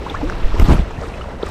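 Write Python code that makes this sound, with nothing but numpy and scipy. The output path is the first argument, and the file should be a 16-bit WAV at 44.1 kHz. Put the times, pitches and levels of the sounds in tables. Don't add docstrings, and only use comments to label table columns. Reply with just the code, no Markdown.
import sys
import numpy as np
from scipy import signal
from scipy.io import wavfile
from scipy.ndimage import uniform_filter1d

SR = 44100
rng = np.random.default_rng(int(sys.argv[2]) if len(sys.argv) > 2 else 0)


def log_audio(samples):
    frames = np.atleast_2d(samples).T
    limited = np.clip(frames, -1, 1)
    pcm = np.round(limited * 32767).astype(np.int16)
    wavfile.write(sys.argv[1], SR, pcm)


N = 66150

# t/s, level/dB
BUFFET_LEVELS = [(0, -37.5), (0.12, -33), (0.26, -20.5), (0.31, -22.5), (0.41, -23), (0.46, -18),
                 (0.5, -20), (0.55, -18), (0.605, -13.5), (0.635, -9.5), (0.67, -21), (0.7, -8),
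                 (0.735, -5.5), (0.775, -16.5), (0.818, -10.5), (0.85, -31.5), (0.93, -28.5), (1.1, -36.5),
                 (1.5, -29)]
# f/Hz, relative density/dB
BUFFET_DENSITY = [(15, 3.5), (30, 2.5), (55, -2), (80, -9.5), (130, -29.5), (250, -30.5), (800, -50),
                  (16000, -110)]
# t/s, level/dB
RUB_LEVELS = [(0.5, -37), (0.58, -32), (0.601, -15), (0.613, -19.5), (0.623, -15), (0.645, -21),
              (0.678, -21), (0.694, -15), (0.728, -11), (0.748, -19.5), (0.782, -26), (0.796, -21.5),
              (0.825, -34.5), (0.86, -39)]
# f/Hz, relative density/dB
RUB_DENSITY = [(40, 8), (95, 1.5), (170, 1.5), (330, -3.5), (480, -15.5), (750, -9), (1080, -18),
               (1600, -28.5), (2700, -27), (4200, -48), (8000, -35.5), (10500, -48.5), (14000, -58),
               (16000, -64)]
# t/s, level/dB, f/Hz
ARM_BUMPS = [(0.599, -18.5, 292), (0.602, -5.5, 107), (0.618, -16.5, 233), (0.6856, -3.5, 185),
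             (0.694, -6.5, 343), (0.7076, -6, 225), (0.7184, -3, 150), (0.72, -8, 314), (0.731, -12, 365),
             (0.757, -6.5, 112), (0.7945, -4.5, 165), (0.987, -17, 157)]
# t/s, level/dB, width/s
AIR_PUFFS = [(0.451, -2, 0.0081), (0.537, -6, 0.0082), (0.636, -0.5, 0.0057)]
# t/s, level/dB
TACKLE_CLICKS = [(0.572, -31), (0.5981, 1), (0.618, -12), (0.625, -11.5)]
# f/Hz, gain/dB, t60/s
TACKLE_MODES = [(422, -3.5, 0.0046), (1390, -13, 0.0075), (2080, -16, 0.012), (2840, -21, 0.015),
                (5230, -17, 0.0034), (6330, -28, 0.0017), (12000, -23, 0.0034), (13400, -26, .002),
                (14400, -29, .004)]
# t/s, level/dB, f/Hz
WET_SLAPS = [(0.6912, -14, 1160), (0.6952, -8, 980), (0.7015, -11, 1210), (0.7052, -8, 925),
             (0.716, -9, 1000), (0.7245, -20, 774), (0.7305, -6.5, 625), (0.748, -26, 1000)]
# t/s, f/Hz, level/dB, decay/s, glide/(oct/s)
NEAR_BUBBLES = [(0.067, 933, -18.5, 0.0073, 41.5), (0.0993, 3557, -20, 0.0019, 16.5),
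                (0.106, 824, -26.5, 0.0063, -12), (0.11, 290, -27, .02, 2.5),
                (0.146, 1060, -19, 0.0066, 16), (0.1505, 1340, -21, 0.0057, 25),
                (0.162, 1744, -26.5, 0.011, 3.5), (0.2165, 855, -20, 0.0053, -19.5),
                (0.231, 278, -17, 0.039, 7), (0.242, 485, -21.5, 0.011, 7), (0.2988, 1418, -12, 0.0011, 60),
                (0.324, 1237, -19, 0.0019, 22.5), (0.523, 1000, -26.5, .005, 18.5),
                (0.544, 393.5, -17, 0.0015, 27.5), (0.565, 954, -23.5, 0.0093, 14),
                (0.769, 1227, -20, 0.0022, 19), (0.966, 2550, -35, 0.0033, 12),
                (0.979, 1706, -32, 0.004, 27), (0.988, 890, -22, 0.002, 20.5),
                (1.019, 561, -23, 0.0068, 25), (1.03, 439, -27.5, 0.041, 2), (1.038, 1260, -24, 0.0054, 2),
                (1.141, 2520, -31, 0.0024, 16.5), (1.213, 1270, -25, 0.0035, 4.5),
                (1.218, 2720, -31.5, 0.0037, 29), (1.259, 596, -19.5, 0.0035, 20),
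                (1.332, 875, -29, 0.0016, 8), (1.4309, 3600, -25, 0.0012, 6),
                (1.4335, 420, -10, 0.0036, 14), (1.4335, 1328, -23.5, 0.0026, 17.5),
                (1.467, 1757, -30, .003, 11), (1.47, 1177, -26, 0.0052, 9)]
# t/s, level/dB, centre f/Hz, decay/s
SPRAY_BURSTS = [(0.098, -41, 5000, .004), (0.0985, -46, 12800, .003), (0.149, -44, 5170, .008),
                (0.2385, -44, 12500, .002), (0.2982, -26, 5350, 0.0017), (0.414, -50, 10550, .002),
                (0.571, -38, 6000, 0.0022), (0.683, -35.5, 6100, 0.0063), (0.7029, -26.5, 1720, 0.0036),
                (0.722, -26.5, 2090, .005), (0.734, -24, 2480, .003), (0.734, -41, 10300, 0.016),
                (0.78, -31, 2300, .003), (0.791, -28.5, 2650, 0.0031), (0.907, -43, 5960, .0025),
                (0.913, -38.5, 5550, 0.0022), (1.012, -36.5, 5350, 0.0028), (1.02, -56, 7700, 0.23),
                (1.066, -56, 12000, .005), (1.086, -36, 5300, 0.0021), (1.138, -36, 2470, 0.0071),
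                (1.209, -35, 2570, 0.0076), (1.427, -32, 3400, 0.0058), (1.461, -37.5, 7300, 0.0036),
                (1.486, -41.5, 8200, .006), (1.488, -56, 12800, .01)]
# t/s, level/dB
LINE_LEVELS = [(0.55, -100), (0.58, -64), (0.61, -52), (0.634, -51), (0.65, -47), (0.662, -57),
               (0.69, -100)]
# f/Hz, relative level/dB, t60/s
LINE_MODES = [(12300, -2, 0.0024), (14200, -4, .005)]
# t/s, level/dB
STIR_LEVELS = [(0, -50), (0.11, -44.5), (0.2, -47), (0.31, -46), (0.5, -46), (0.72, -37), (0.87, -51),
               (1.03, -48), (1.12, -49.5), (1.22, -51.5), (1.38, -56), (1.46, -44.5), (1.5, -45.5)]
# f/Hz, relative density/dB
FIZZ_DENSITY = [(700, -2), (1200, 3), (2500, 2), (4000, -3.5), (7000, -17), (10500, -29), (12500, -21),
                (14500, -32), (16000, -44)]
# f/Hz, relative density/dB
WASH_DENSITY = [(30, -4), (70, 5.5), (120, -5.5), (250, -11), (480, -8), (800, -13), (1250, -17.5),
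                (1800, -24), (2800, -35.5), (4000, -40.5), (7000, -47), (10500, -60), (13000, -58),
                (16000, -80)]


def arm():
    air = banded_noise(BUFFET_DENSITY, patchy_db=1.5)
    air = air / np.sqrt(uniform_filter1d(air ** 2, size=2600) + 0.028)
    cloth = banded_noise(RUB_DENSITY, patchy_db=2.5)
    cloth = rms_one(cloth * flicker(spread_db=1, rate_hz=630))
    bumps = 0
    for at_s, db, hz in ARM_BUMPS:
        thud = ring(impulse(at_s, db), hz, t60_s=0.041)
        knock = ring(impulse(at_s, db - 25), hz=1000, t60_s=0.0095)
        bumps += thud + knock
    return gain_curve(BUFFET_LEVELS) * air + gain_curve(RUB_LEVELS) * cloth + bumps


def puffs():
    out = np.zeros(N)
    for at_s, db, width_s in AIR_PUFFS:
        x = (seconds() - at_s) / width_s
        out += from_db(db) * (1 - (x / 2) ** 2) * np.exp(-.5 * x ** 2)
    return out


def tackle():
    crack_db, crack_decay_s = -41, 0.00047
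    hits = sum(impulse(at_s, db) for at_s, db in TACKLE_CLICKS)
    envelope = signal.lfilter([1], [1, -np.exp(-1 / (crack_decay_s * SR))], hits + 1e-18)
    crack = from_db(crack_db) * envelope * rng.standard_normal(N)
    ringing = sum(from_db(db) * ring(hits, hz, t60_s) for hz, db, t60_s in TACKLE_MODES)
    return crack - ringing


def slaps():
    t60_cycles = 9.3
    return sum(ring(impulse(at_s, db), hz, t60_cycles / hz) for at_s, db, hz in WET_SLAPS)


def plops():
    out = np.zeros(N)
    waver_oct = 0.0504 * drift(rate_hz=232)
    for at_s, hz, db, decay_s, glide_oct_per_s in NEAR_BUBBLES:
        t = seconds() - at_s
        swell_s = min(0.44 * decay_s, .004)
        envelope = np.exp(-np.where(t < 0, (t / swell_s) ** 2, np.abs(t / decay_s) ** 1.05))
        pitch_hz = hz * 2 ** (np.clip(glide_oct_per_s * t, -1, 1) + waver_oct)
        phase = 2 * np.pi * (np.cumsum(pitch_hz) / SR + rng.random())
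        out += from_db(db) * envelope * np.sin(phase)
    return out * flicker(spread_db=2, rate_hz=220)


def spray():
    width_oct, rise_s = 0.55, 0.00078
    out = np.zeros(N)
    patter = flicker(spread_db=1, rate_hz=120)
    for at_s, db, hz, decay_s in SPRAY_BURSTS:
        t = np.maximum(seconds() - at_s, 0)
        edges_hz = np.minimum(hz * 2 ** (width_oct * np.array([-.5, .5])), SR / 2 - 1)
        hiss = rms_one(bandpass(rng.standard_normal(N), edges_hz))
        envelope = (1 - np.exp(-t / rise_s)) * np.exp(-t / decay_s)
        out += from_db(db) * hiss * envelope
    return out * patter


def line():
    hiss = sum(from_db(db) * rms_one(ring(rng.standard_normal(N), hz, t60_s))
               for hz, db, t60_s in LINE_MODES)
    return gain_curve(LINE_LEVELS) * rms_one(hiss)


def surface():
    bubbles_per_s, spread_db, tilt_db_per_oct, t60_cycles = 1300, 1.5, -3.5, 4.5
    swarm_db, fizz_db = 8.5, 6.5
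    strengths = from_db(spread_db * np.minimum(rng.exponential(1, N), 4)) * rng.choice([-1, 1], N)
    births = strengths * (rng.random(N) < bubbles_per_s / SR)
    pitches_hz = np.geomspace(380, 7000, 30)
    pitch_index = rng.integers(0, len(pitches_hz), N)
    swarm = 0
    for k, hz in enumerate(pitches_hz):
        soft_onsets = hz * ring(births * (pitch_index == k), hz, t60_s=2 / hz)
        tilt = from_db(tilt_db_per_oct * np.log2(hz / pitches_hz[0]))
        swarm += tilt * ring(soft_onsets, hz, t60_cycles / hz)
    fizz = banded_noise(FIZZ_DENSITY, patchy_db=2.5)
    return gain_curve(STIR_LEVELS) * (from_db(swarm_db) * rms_one(swarm) + from_db(fizz_db) * fizz)


def river():
    return from_db(-29) * banded_noise(WASH_DENSITY, patchy_db=3)


def banded_noise(spectrum, patchy_db):
    edges_hz = 16 * 2 ** np.arange(0, 10.1, .5)
    hz, db = np.transpose(spectrum)
    out, white = 0, rng.standard_normal((2, 2 * N))
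    for k, (low, high) in enumerate(zip(edges_hz, edges_hz[1:])):
        band = bandpass(white[k % 2], [low, high])[N:]
        centre_db = np.interp(np.log(low * high) / 2, np.log(hz), db)
        out += band * from_db(centre_db) * flicker(patchy_db, rate_hz=35.6)
    return rms_one(out)


def ring(clicks, hz, t60_s):
    r = np.exp(-np.log(1000) / (t60_s * SR))
    w = 2 * np.pi * hz / SR
    return signal.lfilter([0, np.sin(w)], [1, -2 * r * np.cos(w), r * r], clicks + 1e-18)


def drift(rate_hz):
    r = np.exp(-2 * np.pi * rate_hz / SR)
    return rms_one(signal.lfilter([1], [1, -2 * r, r * r], rng.standard_normal(2 * N))[N:])


def flicker(spread_db, rate_hz):
    return from_db(spread_db * drift(rate_hz))


def bandpass(x, edges_hz):
    return signal.sosfilt(signal.butter(2, edges_hz, "band", fs=SR, output="sos"), x)


def impulse(at_s, db):
    return from_db(db) * (np.arange(N) == int(at_s * SR))


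def gain_curve(levels):
    return from_db(np.interp(seconds(), *np.transpose(levels)))


def from_db(db):
    return 10 ** (np.asarray(db) / 20)


def rms_one(x):
    return x / np.sqrt(np.mean(x ** 2) + 1e-20)


def seconds():
    return np.arange(N) / SR


def scene():
    water = surface() + river() + plops() + spray() + slaps()
    angler = arm() + tackle() + line() + puffs()
    return (water + angler)[None]


def record(dry):
    cutoff_hz = 16500
    limited = dry / (1 + dry ** 6) ** (1 / 6)
    return signal.sosfilt(signal.cheby2(12, 70, cutoff_hz, fs=SR, output="sos"), limited)


dry = scene()
out = record(dry)
log_audio(out)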